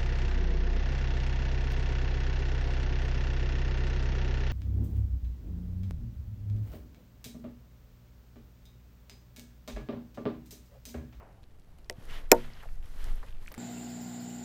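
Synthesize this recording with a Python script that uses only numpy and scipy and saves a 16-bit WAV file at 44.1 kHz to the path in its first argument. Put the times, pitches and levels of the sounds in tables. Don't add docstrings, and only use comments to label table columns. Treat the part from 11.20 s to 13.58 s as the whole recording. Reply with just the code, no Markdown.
import sys
import numpy as np
from scipy import signal
from scipy.fft import rfft, irfft, next_fast_len
from scipy.io import wavfile
from scipy.ndimage import uniform_filter1d, map_coordinates

SR = 44100
rng = np.random.default_rng(int(sys.argv[2]) if len(sys.argv) > 2 else 0)


def generate_wav(sig):
    pcm = np.round(np.clip(np.atleast_2d(sig).T, -1, 1) * 32767).astype(np.int16)
    wavfile.write(sys.argv[1], SR, pcm)


def elevation(decibels):
    levels = np.asarray(decibels, float)
    return 10 ** (levels / 20)


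N = 104913

# [t/s, level/dB]
SNAP = [
    (1.1160, -9),
    (1.1165, -2),
    (1.1169, 2.5),
    (1.1174, -5),
    (1.1213, -14.5),
]
# [t/s, level/dB]
TOUCH = [
    (0.6972, -53),
    (0.6977, -20),
]
# [t/s, level/dB]
KNOCK = [
    (1.1183, 0),
    (1.1155, -9.5),
]


def unit(x):
    return x / np.sqrt(np.mean(x ** 2) + 1e-20)


def along(points, hz):
    f, v = np.transpose(points)
    return np.interp(np.log(hz + 1), np.log(f + 1), v)


def curve(rows):
    s, v = np.transpose(rows)
    return np.interp(np.arange(N) / SR, s, v)


def wobble(rate):
    return map_coordinates(rng.standard_normal(N // 40), [np.arange(N) * rate / SR])


def rush(spectrum, grit_db, rate):
    m = next_fast_len(N + SR // 2)
    x = rng.standard_normal(N) * elevation(grit_db * wobble(rate))
    colour = elevation(along(spectrum, np.fft.rfftfreq(m, 1 / SR)))
    return unit(irfft(rfft(x, m) * colour, m)[:N])


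def puffs(rows, t60, rise):
    out, t = np.zeros(N + SR), np.arange(4096) / SR
    f = np.fft.rfftfreq(len(t), 1 / SR) + 1
    for s, db, hz, width in rows:
        band = np.exp(-(np.log2(f / hz) / width) ** 2)
        noise = irfft(rfft(rng.standard_normal(len(t))) * band)
        burst = elevation(-60 * t / t60) * (1 - np.exp(-t / rise)) * noise
        out[round(s * SR):][:len(t)] += elevation(db) * burst / np.abs(burst).max()
    return out[:N]


def struck(hits, modes, attack, crack, spread_db, wander_hz=14):
    out, t = np.zeros(N + SR), np.arange(SR // 2) / SR
    crack_t60_s = 0.008
    for s, db in hits:
        vary = rng.standard_normal(len(modes))
        steps = uniform_filter1d(rng.standard_normal((len(modes), len(t))), size=64)
        drift = np.cumsum(steps, 1) * np.sqrt(2 * np.pi * wander_hz / SR)
        ring = np.zeros(len(t))
        for (hz, level, t60), v, d in zip(modes, vary, drift):
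            ring += elevation(level + spread_db * v - 60 * t / t60) * np.sin(2 * np.pi * hz * t + d)
        burst = crack * elevation(-60 * t / crack_t60_s) * rng.standard_normal(len(t))
        out[round(s * SR):][:len(t)] += elevation(db) * (ring * (1 - np.exp(-t / attack)) + burst)
    return out[:N]


def stroke(start, end, ramp, db):
    t = np.arange(N) / SR
    nearest_edge = np.minimum(t - start, (end - t) / 1.6)
    return elevation(db) * np.clip(nearest_edge / (2 * ramp) + 0.5, 0, 1) ** 2


def outdoors():
    # [f/Hz, level/dB per Hz]
    far = [(26, -37), (45, -2), (140, -14.5), (189, -19.5), (602, -30), (716, -28), (963, -34), (9820, -52),
           (16500, -49)]
    # [t/s, level/dB]
    wind = [(0, -51), (.68, -45.5), (.92, -33.5), (1.1, -35), (1.5, -35), (2.16, -34.5), (2.23, -44),
            (2.3, -38.5), (2.38, -42)]
    # [f/Hz, level/dB per Hz]
    buffet = [(1.2, -39.5), (2.0, 0.5), (18, 11), (30, -3.5), (54, -14.5), (120, -23), (160, -50),
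              (260, -120)]
    hum = elevation(-56 + 1.5 * wobble(3.3)) * rush(far, grit_db=1.34, rate=210)
    return hum + elevation(curve(wind)) * rush(buffet, grit_db=-5.5, rate=8)


def drag_end():
    # [t/s, level/dB]
    drag = [
        (0, -53.5),
        (.05, -57.5),
        (.12, -65),
        (.4, -89),
    ]
    # [f/Hz, level/dB per Hz]
    dull_colour = [(120, -41), (200, -7.5), (308, -25.5), (345, -2), (744, 1.5), (3000, -21), (3900, -64),
                   (6600, -120)]
    return elevation(curve(drag)) * rush(dull_colour, grit_db=1.5, rate=70)


def handling():
    # [t/s, peak level/dB, centre f/Hz, width/octaves]
    ticks = [(0.232, -55, 2940, 1.5), (.238, -52.5, 3000, 0.74), (0.308, -61, 2500, 0.93),
             (0.397, -54.5, 3940, 1.5), (0.419, -63, 3960, 0.19), (0.586, -50, 1500, 3.8),
             (.594, -87, 3000, 0.68), (.645, -55, 4240, 0.46), (.709, -42, 11280, 2),
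             (0.7258, -48.5, 2980, 1.3), (.853, -46, 5000, 2.9), (1.335, -47, 4670, 0.25),
             (1.43, -52, 12000, 0.95), (1.488, -48.5, 1500, 0.54), (1.627, -50.5, 2430, 0.49),
             (1.658, -52.5, 7000, 1.2), (1.8425, -39, 6340, 1.35), (1.9566, -48.5, 11300, 0.3)]
    # [t/s, peak level/dB, centre f/Hz, width/octaves]
    fumble = [(2.063, -53, 4000, 2.2), (2.085, -50, 2500, 0.48), (2.106, -51, 2960, 0.7),
              (2.126, -49, 2930, 0.36), (2.148, -54.5, 2750, 0.28), (2.183, -52, 2700, 0.66),
              (2.226, -54, 3990, 1.8), (2.261, -43.5, 2040, 0.28), (2.273, -42, 4800, 0.67),
              (2.279, -35, 1850, 0.49), (2.284, -42.5, 11000, 1.5), (2.3, -54, 8000, 1.5),
              (2.318, -45, 4800, 0.74), (2.322, -40, 12500, 0.3), (2.342, -38.5, 2020, 0.49),
              (2.341, -36, 10400, 3.8), (2.347, -38.5, 7900, 2.2), (2.376, -48, 1300, 0.92),
              (2.17, -55, 2520, .5), (2.229, -53, 900, 0.47), (2.286, -50, 2000, .8),
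              (2.324, -48.5, 2900, 0.66), (2.319, -50, 1600, 0.4), (2.348, -46, 1800, 0.66),
              (2.364, -54, 3500, 1)]
    # [t/s, peak level/dB, centre f/Hz,
    # width/octaves]
    scuffs = [(.585, -56, 493, 2.4), (1.119, -32, 7000, 2), (1.1185, -20, 1500, 0.55),
              (1.146, -41, 9000, 1.55), (.699, -46, 2180, 0.75), (1.4, -54.5, 2500, 0.3),
              (1.405, -49, 2000, .8), (1.425, -46, 1404, 0.77), (1.433, -42.5, 890, 1),
              (1.455, -45.5, 590, 0.46), (2.028, -42.5, 1110, 0.88), (2.036, -45, 530, 0.38),
              (2.316, -42.5, 600, 1.75), (2.343, -45.5, 895, 1.35), (2.36, -55, 600, 0.27)]
    # [t/s, level/dB]
    thud = [
        (.782, -27.5),
        (.908, -30),
    ]
    # [f/Hz, level/dB, t60/s]
    arm = [(124, 6.5, 0.022)]
    small = puffs(ticks + fumble, t60=0.008, rise=0.0003)
    return small + puffs(scuffs, t60=0.054, rise=0.0008) + struck(thud, arm, 0.0087, 0, 0)


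def pliers():
    # [f/Hz, level/dB, t60/s]
    jaw = [(1960, -5, 0.0098), (2570, -10.5, 0.0096), (2940, -7.5, 0.0083), (4750, -14.5, 0.0088),
           (5410, 8.5, 0.0025), (6360, 3, 0.0021), (8300, -9, 0.0049)]
    # [f/Hz, level/dB, t60/s]
    wheel_held = [(13100, 2, 0.024)]
    # [f/Hz, level/dB, t60/s]
    steel = [(4380, -13, 0.007), (5260, -2, .006), (6000, -3.5, 0.005), (7266, -3, 0.0076),
             (9000, -15, 0.006), (9680, -10, .006), (11990, -2, 0.004), (13240, -7, 0.0016),
             (14100, 1.5, 0.003)]
    # [t/s, level/dB]
    anvil_blow = [
        (1.1162, -7.5),
        (1.1167, 0.5),
    ]
    # [f/Hz, level/dB, t60/s]
    anvil = [(2257, -2, .008), (2460, 1, 0.0091)]
    # [f/Hz, level/dB, t60/s]
    wheel = [(12950, 0, .035)]
    touch = struck(TOUCH, jaw, 0.00048, crack=0.11, spread_db=4)
    touch += elevation(-21) * struck(TOUCH[1:], wheel_held, 0.0043, 0, 0)
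    snap = struck(SNAP, steel, 0.00042, crack=0.3, spread_db=4)
    snap += struck(anvil_blow, anvil, 0.0009, 0, 0)
    return touch + snap + elevation(-9) * struck(SNAP[4:], wheel, 0.0025, 0, 0)


def planks():
    # [t/s, level/dB]
    touch_knock = [
        (0.6987, -41),
        (0.6969, -45.5),
    ]
    # [f/Hz, level/dB, t60/s]
    pad = [(504, 6.5, 0.035), (683, -9, 0.18), (747, 1, 0.058), (1060, -2, 0.024), (1280, -22, 0.059)]
    # [f/Hz, level/dB, t60/s]
    pad_against = [(236, -5, 0.095), (325, -0.5, 0.12), (383, 0, .1), (507, 0.5, 0.11), (586, -0.5, .077),
                   (907, -9.5, 0.14), (1500, -24, 0.035)]
    # [f/Hz, level/dB, t60/s]
    plank = [(302.6, -18.5, .1), (360, -25.5, .21), (532, -21.5, 0.16), (607, -13, 0.092),
             (672, -22.5, .12), (910, -11, 0.097), (1251, -25.5, .056), (1610, -28, .045),
             (1850, -30.5, .04)]
    # [f/Hz, level/dB, t60/s]
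    plank_against = [(247, -19, 0.1), (405, -18, .058), (431, -2, .021), (476.7, -15, 0.15),
                     (761, -15.5, .065), (881, -14.5, 0.068), (961, -23, 0.11), (1090, -27, 0.07),
                     (1442, -27.5, 0.07), (1512, -28.5, 0.066)]
    # [f/Hz, level/dB, t60/s]
    frame = [(134, -4.5, 1), (209.3, -6, 0.48), (238.3, 4, 0.45)]
    wood = elevation(-38.5) * struck(KNOCK[:1], frame, 0.02, 0, 0)
    for hits, with_blow, against in [(touch_knock, pad, pad_against), (KNOCK, plank, plank_against)]:
        wood += struck(hits, with_blow, 0.00065, 0, 0, wander_hz=0)
        wood -= struck(hits, against, 0.001, 0, 0, wander_hz=0)
    return wood


def slide():
    # [start t/s, end t/s, ramp/s, pressure level/dB, treble level/dB]
    strokes = [
        (0.75, 1.112, 0.06, -60, -1.5),
        (0.9, 1.008, 0.019, -54.5, -7.5),
        (1.1, 1.27, 0.014, -55.5, -0.5),
        (1.257, 1.468, 0.02, -59, -3),
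        (1.433, 1.58, 0.022, -68.5, 1.5),
        (1.62, 2.13, 0.023, -61.5, -0.5),
        (1.77, 1.927, 0.022, -60.5, 0.5),
        (2.2, 2.413, .015, -65, 2.5),
        (2.12, 2.214, 0.024, -70.5, 1),
        (1.558, 1.625, .02, -74, 2),
    ]
    # [f/Hz, level/dB per Hz]
    rub = [(120, -8), (350, -2), (1000, -4.5), (1900, -4), (2400, -9.5), (3200, -8.5), (4500, -19),
           (7500, -30.5), (12000, -71.5)]
    # [f/Hz, level/dB per Hz]
    nap_colour = [(2350, -37), (4000, -1), (8850, -6.5), (13300, -5.5), (16000, -18.5)]
    # [start t/s, end t/s, ramp/s, pressure level/dB]
    surges = [
        (0.884, 0.997, 0.016, -51.5),
        (1.135, 1.276, 0.016, -59),
        (1.287, 1.424, .02, -64),
        (1.77, 1.928, 0.031, -64),
        (1.97, 2.12, .02, -72.5),
    ]
    # [f/Hz, level/dB per Hz]
    scrape_colour = [(700, -30), (1300, -8.5), (1900, 1), (2500, -4), (3100, -0.5), (4300, -10),
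                     (7000, -22.5), (12000, -50.5)]
    # [start t/s, end t/s, ramp/s, pressure level/dB]
    shoves = [
        (0.79, 0.935, 0.022, -60),
        (0.99, 1.101, 0.013, -63.5),
        (1.612, 1.7, .02, -77),
        (1.833, 1.958, 0.037, -57),
        (2.297, 2.407, .015, -59),
    ]
    # [f/Hz, level/dB per Hz]
    shove_colour = [(90, -28.5), (150, 5), (350, 1), (700, -2), (1400, -14.5), (2500, -28.5), (5000, -82)]
    shapes = [stroke(*row[:4]) for row in strokes]
    treble = sum(shape * elevation(row[4]) for shape, row in zip(shapes, strokes))
    nap = uniform_filter1d(treble, size=round(0.05 * SR))
    body = sum(shapes) * elevation(1.5 * wobble(39)) * rush(rub, grit_db=1.5, rate=290)
    hiss = nap * elevation(-7 + 1.2 * wobble(17)) * rush(nap_colour, grit_db=2, rate=580)
    scrape = sum(stroke(*row) for row in surges) * rush(scrape_colour, grit_db=0.5, rate=250)
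    shove = sum(stroke(*row) for row in shoves) * rush(shove_colour, grit_db=2.5, rate=48)
    return body + hiss + scrape + shove


def scatter(x):
    # [f/Hz, t60/s]
    decay = [(200, 0.12), (700, 0.097), (1500, 0.095), (3000, 0.12), (15000, 0.16)]
    hz, t, z = signal.stft(rng.standard_normal(SR // 2), SR, nperseg=128)
    fading = z * elevation(-60 * t / along(decay, hz)[:, None])
    tail = signal.istft(fading, SR, nperseg=128)[1]
    return signal.fftconvolve(np.pad(x, (200, 0)), tail / np.linalg.norm(tail))[:N]


def scene():
    air = outdoors() + drag_end()
    dull = handling() + planks()
    return (air + dull + elevation(-20) * scatter(dull) + pliers() + slide())[None]


def low_pass(x):
    return signal.sosfilt(signal.butter(12, 17130, fs=SR, output="sos"), x)


def record(dry):
    ceiling, knee = 0.69, 6
    low = signal.sosfilt(signal.butter(8, 15400, fs=SR, output="sos"), dry)
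    mix = low / (1 + np.abs(low / ceiling) ** knee) ** (1 / knee)
    return low_pass(mix)


dry = scene()
out = record(dry)
generate_wav(out)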